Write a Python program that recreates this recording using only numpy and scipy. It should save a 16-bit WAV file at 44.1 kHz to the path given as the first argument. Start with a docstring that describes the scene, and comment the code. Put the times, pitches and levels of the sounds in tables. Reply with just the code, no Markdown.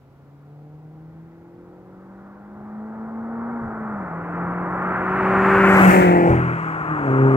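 """Over a faint steady hiss, a turbocharged four-cylinder car accelerates up a country road: firing tones and
their quarter steps are summed sines, tyre and air roar is banded noise. It lifts to shift with a thump and burble;
then a turbo whistle and a fainter whine, both jittered sines, rise. It passes a phone lying at the verge, shows
its tailpipe and lifts again. The phone's two ports hear it with a lag and a shadow that follow its bearing."""
import sys
import numpy as np
from scipy import signal
from scipy.fft import rfft, irfft
from scipy.io import wavfile
from scipy.ndimage import uniform_filter1d, minimum_filter1d, map_coordinates

SR = 44100
rng = np.random.default_rng(int(sys.argv[2]) if len(sys.argv) > 2 else 0)


def store_wav(level_fs):
    """Save 16-bit WAV to argv[1]."""
    pcm = np.round(np.clip(np.atleast_2d(level_fs), -1, 1) * 32767)
    wavfile.write(sys.argv[1], SR, pcm.T.astype(np.int16))


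N = 324576

# Exhaust as heard: (time [s], firing rate [Hz], 1st firing tone [dB], 2nd firing tone [dB])
EXHAUST = [(0.05, 136, -56, -65.5), (0.6, 147.6, -43, -56), (1.2, 163.1, -42.5, -51),
           (1.5, 170.6, -52.5, -47), (2.1, 191.7, -44.5, -56), (2.4, 202, -44.5, -71.5),
           (2.85, 216.7, -33.5, -50.5), (3.55, 235.7, -29, -47), (3.69, 222.2, -32, -46),
           (3.86, 217.4, -29.5, -43.5), (3.97, 203.9, -30, -56), (4.09, 167.5, -36.5, -55),
           (4.4, 173.6, -29, -41.5), (5, 185.9, -33, -35.5), (5.55, 194.6, -21, -18.5),
           (5.8, 191.5, -15.5, -22.5), (5.88, 185.5, -7, -37), (5.94, 188, -20, -17.5),
           (5.985, 185.5, -11.5, -20), (6.025, 183.3, -20.5, -18.5), (6.09, 176.7, -15, -18),
           (6.18, 174.4, -21.5, -17), (6.27, 171, -19.5, -18), (6.35, 164, -28, -20),
           (6.43, 168.1, -26, -33.5), (6.85, 156.9, -34, -42.5), (6.92, 155.8, -26, -27),
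           (6.98, 149.2, -36.5, -29), (7.1, 132.3, -20, -25.5), (7.25, 134.2, -14.5, -20),
           (7.36, 132.7, -19, -21)]
# Upper exhaust tones: (time [s], 3rd firing tone [dB], cylinder unevenness [dB],
# rasp above the 3rd tone [dB over the unevenness])
UPPER_EXHAUST = [(0.05, -73, -77, 6), (0.6, -58, -59, 4.5), (1.2, -65.5, -62.5, 1), (1.6, -61, -49.5, -7),
                 (2.4, -62, -51.5, -1), (2.95, -55, -48.5, 9), (3.55, -49.5, -43.5, 10.5),
                 (4.09, -54, -48, 5.5), (4.4, -50.5, -39, 3.5), (5, -50, -38.5, 3), (5.7, -29, -26.5, 0),
                 (5.95, -26, -24, 7), (6.29, -25.5, -22.5, 2.5), (6.47, -62, -36, -11),
                 (6.85, -59, -42, -7), (7.1, -26.5, -30, -2.5), (7.25, -20, -33, 0.5)]
# Offsets over the unevenness, by quarter step: (higher firing tones, then a quarter, half, three quarters above [dB])
QUARTER_STEP_DB = [2, -8, -4.5, -2.5]
# Pipe resonances: (centre [Hz], width [Hz], level [dB])
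PIPE = [(117, 20, -9.5), (319.7, 110, 0), (489, 85, -6), (792, 110, -8.5), (950, 71, -20)]
# Heard with the tailpipe in view: (multiple of the firing rate, level over unevenness plus rasp [dB])
TAIL_TONES = [(4, -10.5), (5, -16)]
# Lifts of the throttle: (time [s], burble length [s], burble [dB], thump [dB], back on load [s])
LIFTS = [(3.615, .07, -43, -36, 4.2), (6.3, .25, -15, -30, 7.1)]
# Burble tones: (multiple of the firing rate, level over the lift's burble [dB], fade [dB/s])
BURBLE = [(.25, -16, 80), (.5, -3, 110), (.75, 0, 40), (1.25, -7, 90), (1.5, -12, 60), (2.25, -8, 60)]
# Rolling noise: (time [s], body drone [dB], tyre roar [dB], its upper edge [dB]); the edge tells how clear the path is
ROAD = [(0.1, -67, -65, -90), (1.3, -63.5, -64.5, -75), (2, -63, -57, -81.5), (3.1, -50.5, -45, -71),
        (3.6, -46.5, -38.5, -66.5), (4.6, -41.5, -30.5, -51), (5.25, -34.5, -23, -38),
        (5.6, -31.5, -18.5, -29), (5.85, -24.5, -18, -23), (6.02, -28.5, -28.5, -26.5),
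        (6.22, -30, -35, -35), (6.31, -26.5, -32, -37), (6.42, -42, -28.5, -38), (6.75, -44.5, -30, -44.5),
        (6.95, -43.5, -26.5, -46), (7.1, -35, -28, -43.5), (7.3, -33.5, -26.5, -43.5)]
# Bands of the rolling noise: (from [Hz], to [Hz], likeness of the ports before spread [0-1])
BANDS = [(35, 100, .99), (590, 720, .99), (900, 1500, .97), (2000, 3200, .88), (4500, 9000, .3),
         (12000, 15500, .2)]
# Spectrum of the rolling noise: (frequency [Hz], density [dB per Hz])
ROAD_TONE = [(20, -32.5), (45, -8.5), (130, 2.5), (250, 0.5), (500, -0.5), (1400, 6.5), (1650, 0.5),
             (2000, -2.5), (2600, -12.5), (3200, -25.5), (3800, -33), (5600, -35), (6100, -33.5),
             (8000, -27.5), (9700, -40), (11000, -34.5), (15700, -32)]
# Each band's extra lag round the phone's body: (share of the lead)
PORT_LAG = [0, .1, -.22, .08, 0, 0]
# Layers that follow the pass: (level [dB], per dB of upper edge [dB], per dB of distance [dB],
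# tail in view [dB], off load ahead [dB])
RUMBLE = (-26, 0.28, -0.3511, -2.5, 3)
LOW_HISS = (-39, 0, -1.6939, -2.5, 1.5)
HIGH_HISS = (-42, 0, -2, -4, 0)
# Turbo whistle: (time [s], pitch [Hz])
TURBO = [(4.2, 11950), (4.7, 12350), (5, 12130), (5.33, 11480), (5.76, 11420), (5.9, 10940), (6.07, 10000)]
# Fainter whine, perhaps gears: (time [s], pitch [Hz], level [dB])
WHINE = [(4.7, 6750, -100), (5, 6800, -79), (5.5, 6980, -67), (5.75, 6950, -100)]
# Bearing: (time [s], lead of the left port [ms])
BEARING = [(0, -.12), (5, -.09), (5.54, 0), (5.75, .13), (5.89, .36), (6.04, .5), (6.2, .385), (6.31, .33),
           (6.45, .3), (7.36, .28)]
# Spectrum of the background hiss: (frequency [Hz], density [dB per Hz])
FIELD = [(700, -8.5), (1500, 3.5), (2000, 16), (3000, 9), (5000, 4), (8000, -2), (10000, -2.5),
         (12500, 1.5), (15700, 1)]

FIELD_DB = -72
PASS_S, VERGE_S = 5.889, 0.12  # closest approach; distance to the road over speed
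TURN_S = 0.18  # the tail swings into view
CLOSE_S, OPEN_S = 0.11, 0.18  # load fades after a lift; builds before it is back
TRAIL_ON_LOAD_DB, TRAIL_OFF_LOAD_DB = -63, -68.5  # lower hiss that trails the leaving car
VENT_DB, VENT_S = 3.5, 0.09
TURBO_DB, TURBO_DB_PER_DB = -48, -1.8  # closest; per dB of distance
TURBO_FROM_S, TURBO_RISE_DB_PER_S = 4.4, 60  # spools up after the shift
TURBO_TO_S, TURBO_FALL_DB_PER_S = 5.99, 320  # the body hides it after the pass
ROAR_PAN_DB, ROAR_PAN_DB_PER_MS = 1.2, 9  # left minus right; per ms of lead
HISS_PAN_DB, HISS_PAN_DB_PER_MS = 1.8, 18
SPREAD_NEAR, SPREAD_PER_S = 0.2, 0.017  # share spread over the car's length; scattered on the way in
TOP_HZ = 15790


def exhaust():
    """Clean firing tones, quarter-step tones shaped by the pipe, and the burble of unburnt cycles."""
    rate_hz, first_db, second_db = curves(EXHAUST)
    third_db, uneven_db, rasp_db = curves(UPPER_EXHAUST)
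    # whole multiples share one slightly unsteady crank angle: a steep pressure front at each firing
    crank = 2 * np.pi * np.cumsum(rate_hz) / SR + 0.06 * walk(30)

    def tone(multiple, db, shake_db):
        """One exhaust tone of wavering level; fractional multiples start at a random phase."""
        start = rng.uniform(0, 2 * np.pi) * (multiple % 1 > 0)
        return np.sqrt(2) * undb(db + shake_db * walk(25)) * np.sin(-multiple * crank + start)

    out = tone(1, first_db, 1.0) + tone(2, second_db, 1.0) + tone(3, third_db, 1.0)

    tail_in_view = passing()[1]
    for multiple, db in TAIL_TONES:
        out += tail_in_view * tone(multiple, uneven_db + rasp_db + db, 2.4)

    for quarter in range(3, 23):
        if quarter in (4, 8, 12):  # the three clean firing tones
            continue
        tone_hz = rate_hz * quarter / 4
        ring = sum(undb(db) / (1 + (2 * (tone_hz - centre_hz) / width_hz) ** 2)
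                   for centre_hz, width_hz, db in PIPE)
        level_db = uneven_db + rasp_db * (quarter > 12) + QUARTER_STEP_DB[quarter % 4]
        out += ring * tone(quarter / 4, level_db, 1.7)

    for lift_s, length_s, lift_db, *_ in LIFTS:
        since_s = np.arange(N) / SR - lift_s
        gate = np.interp(since_s, [-0.015, 0, length_s, length_s + 0.03], [0, 1, 1, 0])
        for multiple, db, fade_db_per_s in BURBLE:
            level_db = lift_db + db - fade_db_per_s * np.clip(since_s, 0, 1)
            out += gate * undb(level_db) * np.sin(multiple * crank + rng.uniform(0, 2 * np.pi))
    return out


def thump():
    """Low noise of gas surging in the pipe when the throttle shuts."""
    band = signal.butter(2, [45, 170], "band", fs=SR, output="sos")
    surge = signal.sosfilt(band, rng.standard_normal(N))
    gate = sum(undb(db) * np.interp(np.arange(N) / SR - lift_s, [-0.008, 0, 0.065, 0.085], [0, 1, 0.8, 0])
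               for lift_s, _, _, db, _ in LIFTS)
    return gate * surge / surge.std()


def rolling(lead_ms, spread, roar_pan_db, hiss_pan_db):
    """Overlapping bands of one coloured noise, partly shared by both ports; each band flutters a little."""
    swell_db = vent()
    levels_db = [follow(RUMBLE), *curves(ROAD), low_hiss() + swell_db, follow(HIGH_HISS) + swell_db]
    pans_db = [0.2 * roar_pan_db, roar_pan_db, roar_pan_db, 0.5 * roar_pan_db, hiss_pan_db, hiss_pan_db]
    hz, tone = colour(ROAD_TONE)
    noises = rfft(rng.standard_normal((3, N))) * tone  # shared, left only, right only
    centres = [np.log(lo_hz * hi_hz) / 2 for lo_hz, hi_hz, _ in BANDS]
    crossfades = np.eye(len(BANDS))  # each row peaks at its band and falls to 0 at its neighbours
    out = np.zeros((2, N))
    for band, db, pan_db, extra, corner in zip(BANDS, levels_db, pans_db, PORT_LAG, crossfades):
        lo_hz, hi_hz, likeness = band
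        scale = np.sqrt(np.sum(tone[(hz > lo_hz) & (hz < hi_hz)] ** 2) / len(hz))
        shared, *own = irfft(noises * np.interp(np.log(hz), centres, corner), N) / scale
        alike = likeness * (1 - np.clip(spread, 0, 1))
        gain = undb(db + 1.2 * walk(9) + np.array([pan_db, -pan_db]) / 2)
        extra_ms = extra * lead_ms / 2
        common = np.array([lag(shared, -extra_ms), lag(shared, extra_ms)])
        out += gain * (np.sqrt(alike) * common + np.sqrt(1 - alike) * np.array(own))
    return out


def low_hiss():
    """Level [dB] of the lower hiss: the pass and the trail, added in power."""
    _, behind, load = passing()
    trail = behind * undb(load * TRAIL_ON_LOAD_DB + (1 - load) * TRAIL_OFF_LOAD_DB)
    return 20 * np.log10(np.hypot(undb(follow(LOW_HISS)), trail))


def vent():
    """Brief swell [dB] of the hiss as boost is vented at each lift."""
    t = np.arange(N) / SR
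    return VENT_DB * sum(np.interp(t - lift_s, [-VENT_S / 2, 0, VENT_S / 2, VENT_S], [0, 1, 1, 0])
                         for lift_s, *_ in LIFTS)


def whistle(hz, db):
    """Breathy whistle: a sine whose pitch and level jitter."""
    phase = 2 * np.pi * np.cumsum(hz * (1 + 0.012 * walk(500))) / SR
    return np.sqrt(2) * undb(db + 1.5 * walk(90)) * np.sin(phase)


def field():
    """Faint steady hiss of the evening and the phone: coloured noise, unrelated left and right."""
    hiss = irfft(rfft(rng.standard_normal((2, N))) * colour(FIELD)[1], N)
    return hiss * undb(FIELD_DB) / hiss.std()


def passing():
    """Distance [dB over the closest], tail in view [0-1] and load [0-1]."""
    t = np.arange(N) / SR
    along_s = t - PASS_S
    load = 1 - sum(np.interp(t, [lift_s, lift_s + CLOSE_S, on_s - OPEN_S, on_s], [0, 1, 1, 0])
                   for lift_s, *_, on_s in LIFTS)
    behind = np.clip(along_s / TURN_S, 0, 1)
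    return 10 * np.log10(1 + (along_s / VERGE_S) ** 2), behind, load


def follow(rule):
    """Level [dB] of a layer from path, distance, view and load."""
    db, *shares = rule
    far_db, behind, load = passing()
    edge_db = curves(ROAD)[2]
    causes = [edge_db, far_db, behind, (1 - behind) * (1 - load)]
    return db + sum(share * cause for share, cause in zip(shares, causes))


def undb(db):
    """Amplitude of a level in dB."""
    return 10 ** (np.asarray(db) / 20)


def curves(table):
    """Columns of a table, one value a sample."""
    s, *columns = np.transpose(table)
    return [np.interp(np.arange(N) / SR, s, column) for column in columns]


def walk(rate_hz):
    """Random levels held 1 / rate_hz and slewed twice."""
    hold = int(SR / rate_hz)
    steps = np.repeat(rng.standard_normal(N // hold + 1), hold)
    return 1.02 * uniform_filter1d(uniform_filter1d(steps, hold), hold)[:N]


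def colour(points):
    """Frequencies [Hz] of the spectrum and the gain of (frequency [Hz], level [dB]) points on them."""
    hz = np.arange(N // 2 + 1) * SR / N + 1  # 1 Hz up, to keep the log finite
    point_hz, point_db = np.transpose(points)
    return hz, undb(np.interp(np.log(hz), np.log(point_hz), point_db))


def lag(x, ms):
    """Moving delay, read by cubic interpolation."""
    return map_coordinates(x, [np.arange(N) - ms * SR / 1000], order=3, mode="nearest")


def scene():
    """The car at the two ports, lagged and shadowed by bearing, over the background hiss."""
    t = np.arange(N) / SR
    lead_ms = curves(BEARING)[0]
    far_db = passing()[0]
    roar_pan_db = ROAR_PAN_DB + ROAR_PAN_DB_PER_MS * lead_ms
    hiss_pan_db = HISS_PAN_DB + HISS_PAN_DB_PER_MS * lead_ms
    spread = SPREAD_NEAR * undb(-2 * far_db) + SPREAD_PER_S * np.clip(PASS_S - t, 0, None)

    turbo_db = TURBO_DB + TURBO_DB_PER_DB * far_db
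    turbo_db -= TURBO_RISE_DB_PER_S * np.clip(TURBO_FROM_S - t, 0, None)
    turbo_db -= TURBO_FALL_DB_PER_S * np.clip(t - TURBO_TO_S, 0, None)
    whistles = whistle(curves(TURBO)[0], turbo_db) + whistle(*curves(WHINE))

    car = (exhaust() + thump()) * undb(np.array([[0.4], [-0.3]]))  # left, right [dB]
    car += rolling(lead_ms, spread, roar_pan_db, hiss_pan_db)
    car += whistles * undb(np.array([hiss_pan_db, -hiss_pan_db]) / 2)
    left = lag(car[0], 0.3 - lead_ms / 2)
    right = lag(car[1], 0.3 + lead_ms / 2)
    return np.array([left, right]) + field()


def record(dry):
    """A limiter holds the loudest peaks; the phone cuts the top."""
    peak = np.abs(dry).max(axis=0) + 1e-9
    ceiling = minimum_filter1d(np.minimum(1, 0.93 / peak), size=301)
    limited = dry * uniform_filter1d(ceiling, size=301)
    return signal.sosfilt(signal.ellip(12, 0.2, 80, TOP_HZ, fs=SR, output="sos"), limited)


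dry = scene()
out = record(dry)
store_wav(out)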